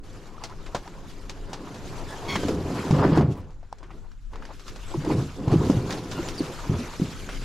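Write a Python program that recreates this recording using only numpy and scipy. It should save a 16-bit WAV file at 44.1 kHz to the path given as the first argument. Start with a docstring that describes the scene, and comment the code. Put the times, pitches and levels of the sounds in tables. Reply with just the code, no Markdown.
"""A thin-walled canoe is shoved twice through lakeside shrubs, heard from close by.
Stems slip along the hull and knock it: clicks and thuds set its ringing panels going.
Leaves and bark brush past as coloured noise and ticks, and twigs snap as woody cracks with a rattle.
Stems squeak and wet ground gurgles as gliding tones; wind rumbles and the shore washes faintly as noise."""
import sys
import numpy as np
from scipy import signal
from scipy.io import wavfile
from scipy.ndimage import uniform_filter1d

SR = 44100
rng = np.random.default_rng(int(sys.argv[2]) if len(sys.argv) > 2 else 0)


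def int16_out(signal):
    """Quantize to a 16-bit WAV file."""
    q = np.round(np.clip(np.atleast_2d(signal).T, -1, 1) * 32767)
    wavfile.write(sys.argv[1], SR, q.astype(np.int16))


N = 328104  # length of the scene in samples


def gain_of(db):
    """Turns decibels into a plain multiplier."""
    return 10 ** (np.asarray(db) / 20)


def evened(x):
    """Scales a signal to an average strength (rms) of 1."""
    return x / np.sqrt(np.mean(x ** 2) + 1e-20)


def read(points, hz):
    """Reads a table between its points, with pitch on a log scale as the ear hears it."""
    table_hz, value = np.transpose(points)
    return np.interp(np.log(hz + 1), np.log(table_hz + 1), value)


def level(rows):
    """Joins rows of time and level into a smooth gain curve."""
    return gain_of(np.interp(np.arange(N) / SR, *np.transpose(rows)))


def add(mix, start_s, sound):
    """Mixes a sound in at its start time, cutting off what runs past the end."""
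    part = mix[..., round(start_s * SR):][..., :sound.shape[-1]]
    part += sound[..., :part.shape[-1]]


def swell(t, rise_s):
    """Grows to 1 at the rise time, then dies away."""
    return t / rise_s * np.exp(1 - t / rise_s)


def wander(seconds):
    """Slow random drift of rms 1 that changes within about this time."""
    block = 256  # samples between drift points
    steps = rng.standard_normal(N // block + 2)
    steps = uniform_filter1d(steps, size=max(round(seconds * SR / block), 1))
    steps = evened(uniform_filter1d(steps, size=3))
    return np.interp(np.arange(N) / block, np.arange(len(steps)), steps)


def slips(per_s, spread_db, channels=1):
    """Sparse clicks of random sign, as from stick and slip; a few are large."""
    size = gain_of(spread_db * np.minimum(rng.exponential(1, (channels, N)), 4))
    sign = rng.choice([-1., 1.], (channels, N))
    happens = rng.random((channels, N)) < per_s / SR
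    return evened(size * sign * happens)


# how alike the two microphones hear each pitch: (pitch [Hz], left-right likeness [0 to 1])
LIKENESS = [(60, 0.66), (130, 1), (800, 0.98), (1500, 0.72), (3100, 0.8), (6800, 0.61), (15000, 0.086)]
# stereo tilt of each pitch: (pitch [Hz], left over right [dB])
LEAN = [(600, -0.5), (2000, 1), (4000, 0.7), (9000, -2)]


def texture(drive, colour, patchy_db, flicker_db, size):
    """Colours two unrelated drives, adds patches and flicker, and shares them between the microphones."""
    overlap = size * 3 // 4
    hz, t, z = signal.stft(drive, SR, nperseg=size, noverlap=overlap)
    patches = uniform_filter1d(rng.standard_normal(z.shape[1:]), size=size // 64, axis=0)
    patches = evened(uniform_filter1d(patches, size=12, axis=1))
    flicker = evened(uniform_filter1d(rng.standard_normal(len(t)), size=10))
    same = np.clip(read(LIKENESS, hz), 0, 1)[:, None]
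    lean = gain_of(.5 * read(LEAN, hz))[:, None]
    shared = np.sqrt((1 + same) / 2) * z[0]
    apart = np.sqrt((1 - same) / 2) * z[1]
    z = np.array([(shared + apart) * lean, (shared - apart) / lean])
    z *= gain_of(read(colour, hz)[:, None] + patchy_db * patches + flicker_db * flicker)
    return evened(signal.istft(z, SR, nperseg=size, noverlap=overlap)[1][:, :N])


# strength of the wind: (time [s], level [dB])
WIND = [(0.0, -42), (0.35, -45), (0.45, -36), (1.06, -43), (1.35, -34.5), (1.6, -40.5), (3.48, -44),
        (4.06, -41), (4.33, -37), (4.64, -48.5), (4.89, -32.5), (5.3, -44.5), (5.5, -38), (6.05, -44),
        (6.26, -35), (6.45, -46), (6.65, -37.5), (7.15, -44), (7.32, -33.5)]
# colour of the wind's rumble: (pitch [Hz], level per hertz [dB])
GUST = [(5.9, -38), (10, -7), (28, 8), (65, -23), (92, -6.5), (105, -15), (124, -21.5), (300, -30.5),
        (390, -68), (660, -120)]
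# colour of the faint wash of the shore: (pitch [Hz], level per hertz [dB])
WASH = [(59, 3), (100, 6), (271, -22), (524, -20), (872, -44), (1480, -3), (2750, -42), (7290, -19),
        (16000, -67)]
WASH_DB = -67
WIND_LEFT_DB, WIND_SWAY_DB, WIND_SWAY_S = 5, 2.5, .3  # extra left over right, and its drift


def outdoors():
    """Lumpy wind noise on the microphones, drifting sideways, and the faint steady wash of the shore."""
    left_over_right_db = WIND_LEFT_DB + WIND_SWAY_DB * wander(WIND_SWAY_S)
    side = gain_of(np.array([[.5], [-.5]]) * left_over_right_db)
    rumble = texture(rng.standard_normal((2, N)), GUST, 1.7, 0.43, size=4096)
    wash = texture(rng.standard_normal((2, N)), WASH, 3.4, 0.45, size=1024)
    return level(WIND) * side * rumble + gain_of(WASH_DB) * wash


# bubbles in the wet ground: (time [s], length [s], start pitch [Hz], end pitch [Hz], level [dB])
BUBBLES = [(0.341, 0.023, 1015, 1100, -46), (.379, 0.007, 1180, 1300, -38.5),
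           (0.493, 0.034, 980, 1030, -43.5), (0.513, 0.019, 1180, 1490, -46),
           (0.85, 0.0397, 612, 1140, -41.5), (4.94, 0.006, 920, 980, -26.5), (5.101, 0.0071, 875, 930, -23)]


def bubble(length, hz0, hz1, db):
    """A small air pocket whose pitch rises as it nears the surface."""
    count = round(length * SR)
    turns = np.cumsum(np.geomspace(hz0, hz1, count)) / SR
    return gain_of(db) * np.sin(2 * np.pi * turns) * signal.windows.tukey(count, .6)


# stems squeaking on the skin, levels before the low cut:
# (time [s], length [s], start pitch [Hz], end pitch [Hz], level [dB], step per overtone [dB])
SQUEAKS = [(1.965, 0.071, 5940, 6040, -59, -20), (2.08, .04, 1726, 1700, -49.5, -2.5),
           (2.114, .04, 1640, 1740, -40, -20), (2.273, 0.11, 1125, 1074, -30, -4),
           (2.38, 0.082, 1560, 1516, -44, -5.5), (3.345, 0.073, 1000, 960, -40.5, -29),
           (4.853, 0.093, 7700, 7800, -55, -23), (6.145, 0.077, 1450, 1352, -39, -9),
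           (6.237, 0.049, 7350, 7100, -45, -24.5), (6.376, 0.033, 4840, 4260, -37.5, -16),
           (7.366, 0.083, 4980, 4820, -53, -23)]
WOBBLE = 0.026  # jitter of a squeak's pitch, as a share of it


def squeak(length, hz0, hz1, db, step_db, wobble):
    """Fast stick and slip: a jittery pitch, each overtone fluttering; the thin stem radiates lows poorly."""
    count = round(length * SR)
    drift, *grip = evened(uniform_filter1d(rng.standard_normal((7, count)), size=80))
    turns = np.cumsum(np.linspace(hz0, hz1, count) * (1 + wobble * drift)) / SR
    tone = np.zeros(count)
    for k in range(6):
        if (k + 1) * hz0 < 12000:
            flutter = gain_of(step_db * k + 4.3 * grip[k])
            tone += flutter * np.sin(2 * np.pi * (k + 1) * turns)
    tone = signal.lfilter(*signal.butter(2, 1700, "high", fs=SR), tone)
    return gain_of(db) * tone * signal.windows.tukey(count, .4)


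# twigs snapping, treble and rattle as gains before the mix inside the snap:
# (time [s], level [dB], pitch of the wood [Hz], treble [dB], rattle of shaken twigs [dB])
SNAPS = [(0.437, -31, 810, 5, -3), (0.496, -36.5, 1000, -5, -8), (0.662, -39.5, 1450, -3, -3),
         (0.747, -17, 650, -9, -4), (0.876, -35, 910, -8, -6), (1.295, -34, 875, 8.5, -8.5),
         (1.531, -27, 850, -0.5, -4.5), (1.743, -42, 633, -2, 3), (2.356, -18.5, 1040, -6, -6.5),
         (2.434, -26, 710, -12, -6), (2.483, -22, 690, -2, -7), (2.909, -20, 832, -7.5, -10),
         (3.174, -14.5, 726, -18, -9.5), (3.209, -15.5, 705, -25, -11.5), (3.414, -46, 900, -3, -11),
         (3.505, -44.5, 900, -7, -10), (3.629, -42.5, 656, -15, -9), (3.727, -23, 860, -9.5, -30),
         (3.784, -49.5, 649, 5.5, -8), (3.829, -39, 980, -12, -5), (3.905, -38, 1020, -30, -4.5),
         (4.116, -46, 1340, 0.5, -14), (4.333, -36, 980, -17, -7), (4.357, -31, 1030, -7.5, -16),
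         (4.423, -34, 1250, -17, -9), (4.452, -36.5, 1530, -4, -8), (4.595, -49.5, 1230, 11, -5),
         (4.68, -37, 1220, 1, -4), (4.76, -39.5, 760, 2.5, -5), (5.047, -36.5, 810, -6, 3.5),
         (5.48, -23.5, 800, -11, -16), (5.516, -19.5, 730, -13.5, -10), (5.699, -22.5, 634, -3, -8),
         (5.906, -30.5, 1080, 8.5, -9.5), (5.925, -28, 1030, 4, -8.5), (6.114, -34, 784, 5.5, -2),
         (6.286, -36, 885, 9.5, -5), (7.29, -25, 1380, -30, -6.5)]
RATTLE_T60 = .11  # seconds for the rattle to fall by 60 dB


def snap(db, hz, treble_db, rattle_db):
    """A hollow woody crack with a bright edge; then the shaken twigs and leaves rattle and fade."""
    t = np.arange(8000) / SR
    shared, left, right = rng.standard_normal((3, len(t)))
    rattle = gain_of(rattle_db - 60 * t / RATTLE_T60) * np.minimum(t / 0.0027, 1)
    crackles = evened(uniform_filter1d(rng.standard_normal(len(t)), size=60))
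    rattle = rattle * gain_of(1.95 * crackles)
    wood_band = signal.butter(2, [hz / 6.0, hz * 1.78], "band", fs=SR, output="sos")
    wood_noise = evened(signal.sosfilt(wood_band, shared))
    crack = np.sin(2 * np.pi * hz * t) * swell(t, 0.76 / hz)
    wood = 0.79 * wood_noise * rattle + crack
    burst = shared + 0.55 * np.array([left, right])
    bright = signal.sosfilt(signal.butter(1, 1400, "high", fs=SR, output="sos"), burst)
    softened = signal.sosfilt(signal.butter(4, 6300, fs=SR, output="sos"), bright)
    edge = evened(softened + 0.032 * bright) * gain_of(treble_db)
    return gain_of(db) * (wood + edge * (0.34 * swell(t, 0.00093) + 0.57 * rattle))


# leafy sprigs whipping past: (middle time [s], length [s], level [dB])
SWISHES = [(0.278, .06, -60), (0.78, .06, -61), (1.11, 0.11, -60), (2.123, .1, -58), (2.484, .08, -52),
           (3.176, 0.065, -46), (3.323, 0.062, -52), (3.96, 0.12, -67), (4.33, 0.05, -65),
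           (4.549, 0.077, -59.5), (4.69, 0.074, -51.5), (4.89, 0.054, -68), (5.11, .08, -55),
           (5.535, 0.051, -49), (6.136, 0.087, -55), (6.287, 0.058, -50.5)]


def swishes():
    """Gain curve of the sprigs: each swells and fades evenly."""
    out = np.zeros(N)
    for middle_s, length, db in SWISHES:
        add(out, middle_s - length / 2, gain_of(db) * np.hanning(round(length * SR)))
    return out


# colour of the leaves, and the level of their chirps by pitch: (pitch [Hz], level per hertz [dB])
LEAVES = [(710, -64), (1200, -4), (1940, -9.5), (2810, -8.5), (3140, -10), (3460, -10), (6530, -12.5),
          (7130, -13), (7610, -16), (8670, -22), (12000, -22), (13700, -34), (16400, -46)]


def chirps(count):
    """Leaf edges catch on the skin and whistle faintly for a moment, at random times and sides."""
    out = np.zeros((2, N))
    for when, pitch, size, side in rng.random((count, 4)):
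        hz = 1200 * 8.5 ** pitch
        end_hz = hz * (.97 + 0.063 * side)
        tone = squeak(0.015 + 0.042 * size, hz, end_hz, read(LEAVES, hz), -19, 0.013)
        add(out, when * N / SR, tone * np.sqrt([[side], [1 - side]]))
    return evened(out)


# leaves brushing, before the surges: (time [s], level [dB])
BRUSH = [(0.03, -68.5), (0.04, -54), (0.37, -59.5), (0.46, -57), (1.45, -55.5), (1.79, -51.5),
         (2.25, -46.5), (2.36, -41), (2.59, -46.5), (2.87, -43), (3.2, -51.5), (3.225, -60), (3.58, -69.5),
         (4.28, -66.5), (4.55, -57.5), (5.19, -44.5), (5.41, -54), (5.69, -41.5), (5.85, -48),
         (5.92, -41.5), (6.03, -47.5), (6.22, -44.5), (7.43, -45.5)]
# bark rasping on the skin, before the surges: (time [s], level [dB])
BARK = [(0.03, -74), (0.04, -53), (0.78, -49.5), (1.0, -54), (1.55, -46.5), (1.91, -46.5), (2.34, -37),
        (2.55, -43.5), (2.72, -35), (2.9, -37), (3.0, -28.5), (3.19, -29.5), (3.27, -45.5), (3.55, -61),
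        (3.94, -53), (4.27, -74), (4.34, -49.5), (4.51, -44), (4.56, -63), (4.7, -54.5), (5.03, -44),
        (5.1, -34.5), (5.25, -50), (5.45, -54), (5.5, -35.5), (5.75, -41), (5.84, -57), (5.94, -32),
        (5.99, -46), (6.18, -41.5), (6.73, -43.5), (7.43, -53)]
# colour of the rasping bark: (pitch [Hz], level per hertz [dB])
RASP = [(180, -52), (300, -29), (342, -4), (463, -5.5), (730, -9.5), (926, -6), (2020, -21), (4000, -30.5),
        (5200, -30.5), (8800, -120)]
BARK_SURGE_DB, LEAF_SURGE_DB, SURGE_S = 1.0, 1.0, .05  # stems catch and let go


def brush():
    """Leaves are a dense fizz of ticks; bark rasps lower and coarser, and both surge together."""
    ticks = slips(1500, 2.3, channels=2) * 0.49 + rng.standard_normal((2, N))
    leaves = texture(ticks, LEAVES, 2.5, 0.71, size=256) + gain_of(-16.5) * chirps(count=80)
    grit = slips(900, 3.7, channels=2) * 0.67 + rng.standard_normal((2, N))
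    bark = texture(grit, RASP, 3.03, 2.4, size=512)
    surge = wander(SURGE_S)
    leaf_gain = level(BRUSH) * gain_of(LEAF_SURGE_DB * surge) + swishes()
    bark_gain = level(BARK) * gain_of(BARK_SURGE_DB * surge)
    return leaf_gain * leaves + bark_gain * bark


# big ringing panels: (pitch [Hz], level [dB], time to fall by 60 dB [s])
PANELS = [(80.6, -4.5, 1), (118, -4.5, 0.55), (135, 1.5, 0.41), (164.8, -7.5, 0.068), (216, -22, 0.56),
          (267.3, -1, 0.19), (307, -16, 0.32), (461.3, -7.5, 0.21), (504, -6, 0.38), (713, -11, 0.26),
          (819, -17, 0.33), (980, -27, .13), (1387, -36, 0.079)]
# crowd of small ringing modes: (pitch [Hz], level per hertz [dB])
SKIN = [(35, -53), (60, -13), (134, 1.5), (200, -4), (313, 1), (401, -6.5), (520, -9.5), (908, -21.5),
        (980, -14), (2400, -53), (3120, -66), (5280, -120)]
# how long the small modes ring: (pitch [Hz], time to fall by 60 dB [s])
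SKIN_T60 = [(80, 0.56), (300, 0.2), (1000, 0.094), (3000, 0.1)]


def ring():
    """The hull's answer to a click: big panel tones over a noisy crowd of small modes, all dying away."""
    t = np.arange(SR // 2) / SR
    panels = sum(gain_of(db - 60 * t / t60) * np.sin(2 * np.pi * hz * t) for hz, db, t60 in PANELS)
    hz, at, z = signal.stft(rng.standard_normal(len(t)), SR, nperseg=1024, noverlap=896)
    z = z * gain_of(read(SKIN, hz)[:, None] - 60 * at / read(SKIN_T60, hz)[:, None])
    crowd = signal.istft(z, SR, nperseg=1024, noverlap=896)[1][:len(t)]
    crowd = crowd * np.minimum(t / 0.00046, 1)  # quick fade-in
    both = gain_of(-5.0) * evened(panels) + evened(crowd)
    return both / abs(both).max()


HULL_RING_DB = -4  # gain of the hull's ring beside the thud, before the contact softens it


def knock(db, hz, cycles, patch):
    """The dented spot thuds for a few cycles and sets the whole hull ringing."""
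    t = np.arange(len(patch)) / SR
    dent = np.sin(2 * np.pi * hz * t) * swell(t, max(cycles, .2) / hz)
    push = np.hanning(round(.35 * SR / hz) + 2)  # a lower dent is a longer, duller contact
    ringing = np.convolve(patch, push / push.sum())[:len(t)]
    return gain_of(db) * (dent + gain_of(HULL_RING_DB) * ringing)


# drag of stems under the hull: (time [s], level [dB])
DRAG = [(0.0, -47.5), (0.4, -50), (1.38, -46), (1.61, -40.5), (2.19, -41.5), (2.48, -25.5), (2.88, -31),
        (2.96, -21.5), (3.21, -23), (3.67, -73), (3.94, -46.5), (4.18, -91), (4.37, -44.5), (4.58, -56),
        (4.72, -45.5), (4.87, -61), (5.09, -24.5), (5.22, -29.5), (5.27, -65), (5.37, -32.5), (5.56, -24.5),
        (5.77, -27.5), (5.97, -34.5), (6.42, -36.5), (6.6, -48), (6.7, -30.5), (6.83, -34.5), (6.94, -52),
        (7.0, -41), (7.43, -41.5)]
# stems striking the hull: (time [s], level [dB], pitch of the dent [Hz], rise [cycles])
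KNOCKS = [(2.359, -22, 164, 0.61), (2.433, -19, 430, .6), (2.448, -20, 284, 1.2), (2.49, -21, 436, 1.6),
          (2.508, -19, 333, 0.63), (2.908, -10, 179, 0.37), (2.925, -13, 138, 1.15), (2.998, -18, 142, 1),
          (3.051, -8.5, 344, 0.85), (3.096, -17, 297, 1.4), (3.12, -15, 159, 1.2), (3.173, -8, 316, 0.84),
          (3.187, -9.5, 152, 0.93), (3.21, -14, 209, 0.91), (3.241, -16, 150, 0.76),
          (3.279, -16, 127, 0.98), (4.945, -21.5, 340, 1.76), (4.975, -20.5, 146, 1.46),
          (5.074, -17.5, 317, 1.4), (5.11, -18.5, 322, 1.6), (5.141, -21, 125, .7),
          (5.182, -15.5, 132, 0.83), (5.475, -15, 118, 0.61), (5.522, -9.5, 129, 0.46),
          (5.538, -12, 328, 1.43), (5.558, -12, 162, 0.58), (5.6, -12.5, 134, .5), (5.666, -17, 258, 0.83),
          (5.698, -6.5, 260, .6), (5.749, -18.5, 140, 0.82), (5.768, -15, 118, 0.66),
          (6.188, -23, 341, 2.4), (6.405, -16.5, 297, 1.1), (6.696, -13, 144, 0.33),
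          (6.715, -19.5, 121, 0.56), (6.75, -22.5, 90, 0.94), (6.789, -24, 242, 2),
          (6.998, -17.5, 265, 0.5), (7.017, -14.5, 179, 0.9)]


def hull():
    """Uneven slips and single blows, each landing on one of four patches that ring differently."""
    patches = [ring() for _ in range(4)]
    where = rng.integers(0, 4, N)
    drive = slips(1200, 4.65)[0] * level(DRAG)
    out = np.zeros(N)
    for k, patch in enumerate(patches):
        out += signal.oaconvolve(drive * (where == k), patch / np.linalg.norm(patch))[:N]
    for k, (start_s, *row) in enumerate(KNOCKS):
        add(out, start_s, knock(*row, patches[k % 4]))
    return out


def scene():
    """Adds up the open air, the brush, the boat and the single small sounds."""
    mix = outdoors() + brush() + hull()
    for start_s, *row in BUBBLES:
        add(mix, start_s, bubble(*row))
    for start_s, *row in SQUEAKS:
        add(mix, start_s, squeak(*row, WOBBLE))
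    for start_s, *row in SNAPS:
        add(mix, start_s, snap(*row))
    return mix


CEILING = .418  # largest swing before the input overloads, full scale = 1
EDGE_HZ = 16440  # top of the passed band


def record(dry):
    """Peaks above the ceiling overload the input and are cut flat; then a filter removes the top treble."""
    flat = np.clip(dry, -CEILING, CEILING)
    low_pass = signal.firwin(1023, EDGE_HZ, window=("kaiser", 9), fs=SR)
    return signal.oaconvolve(flat, low_pass[None], "same")


dry = scene()
out = record(dry)
int16_out(out)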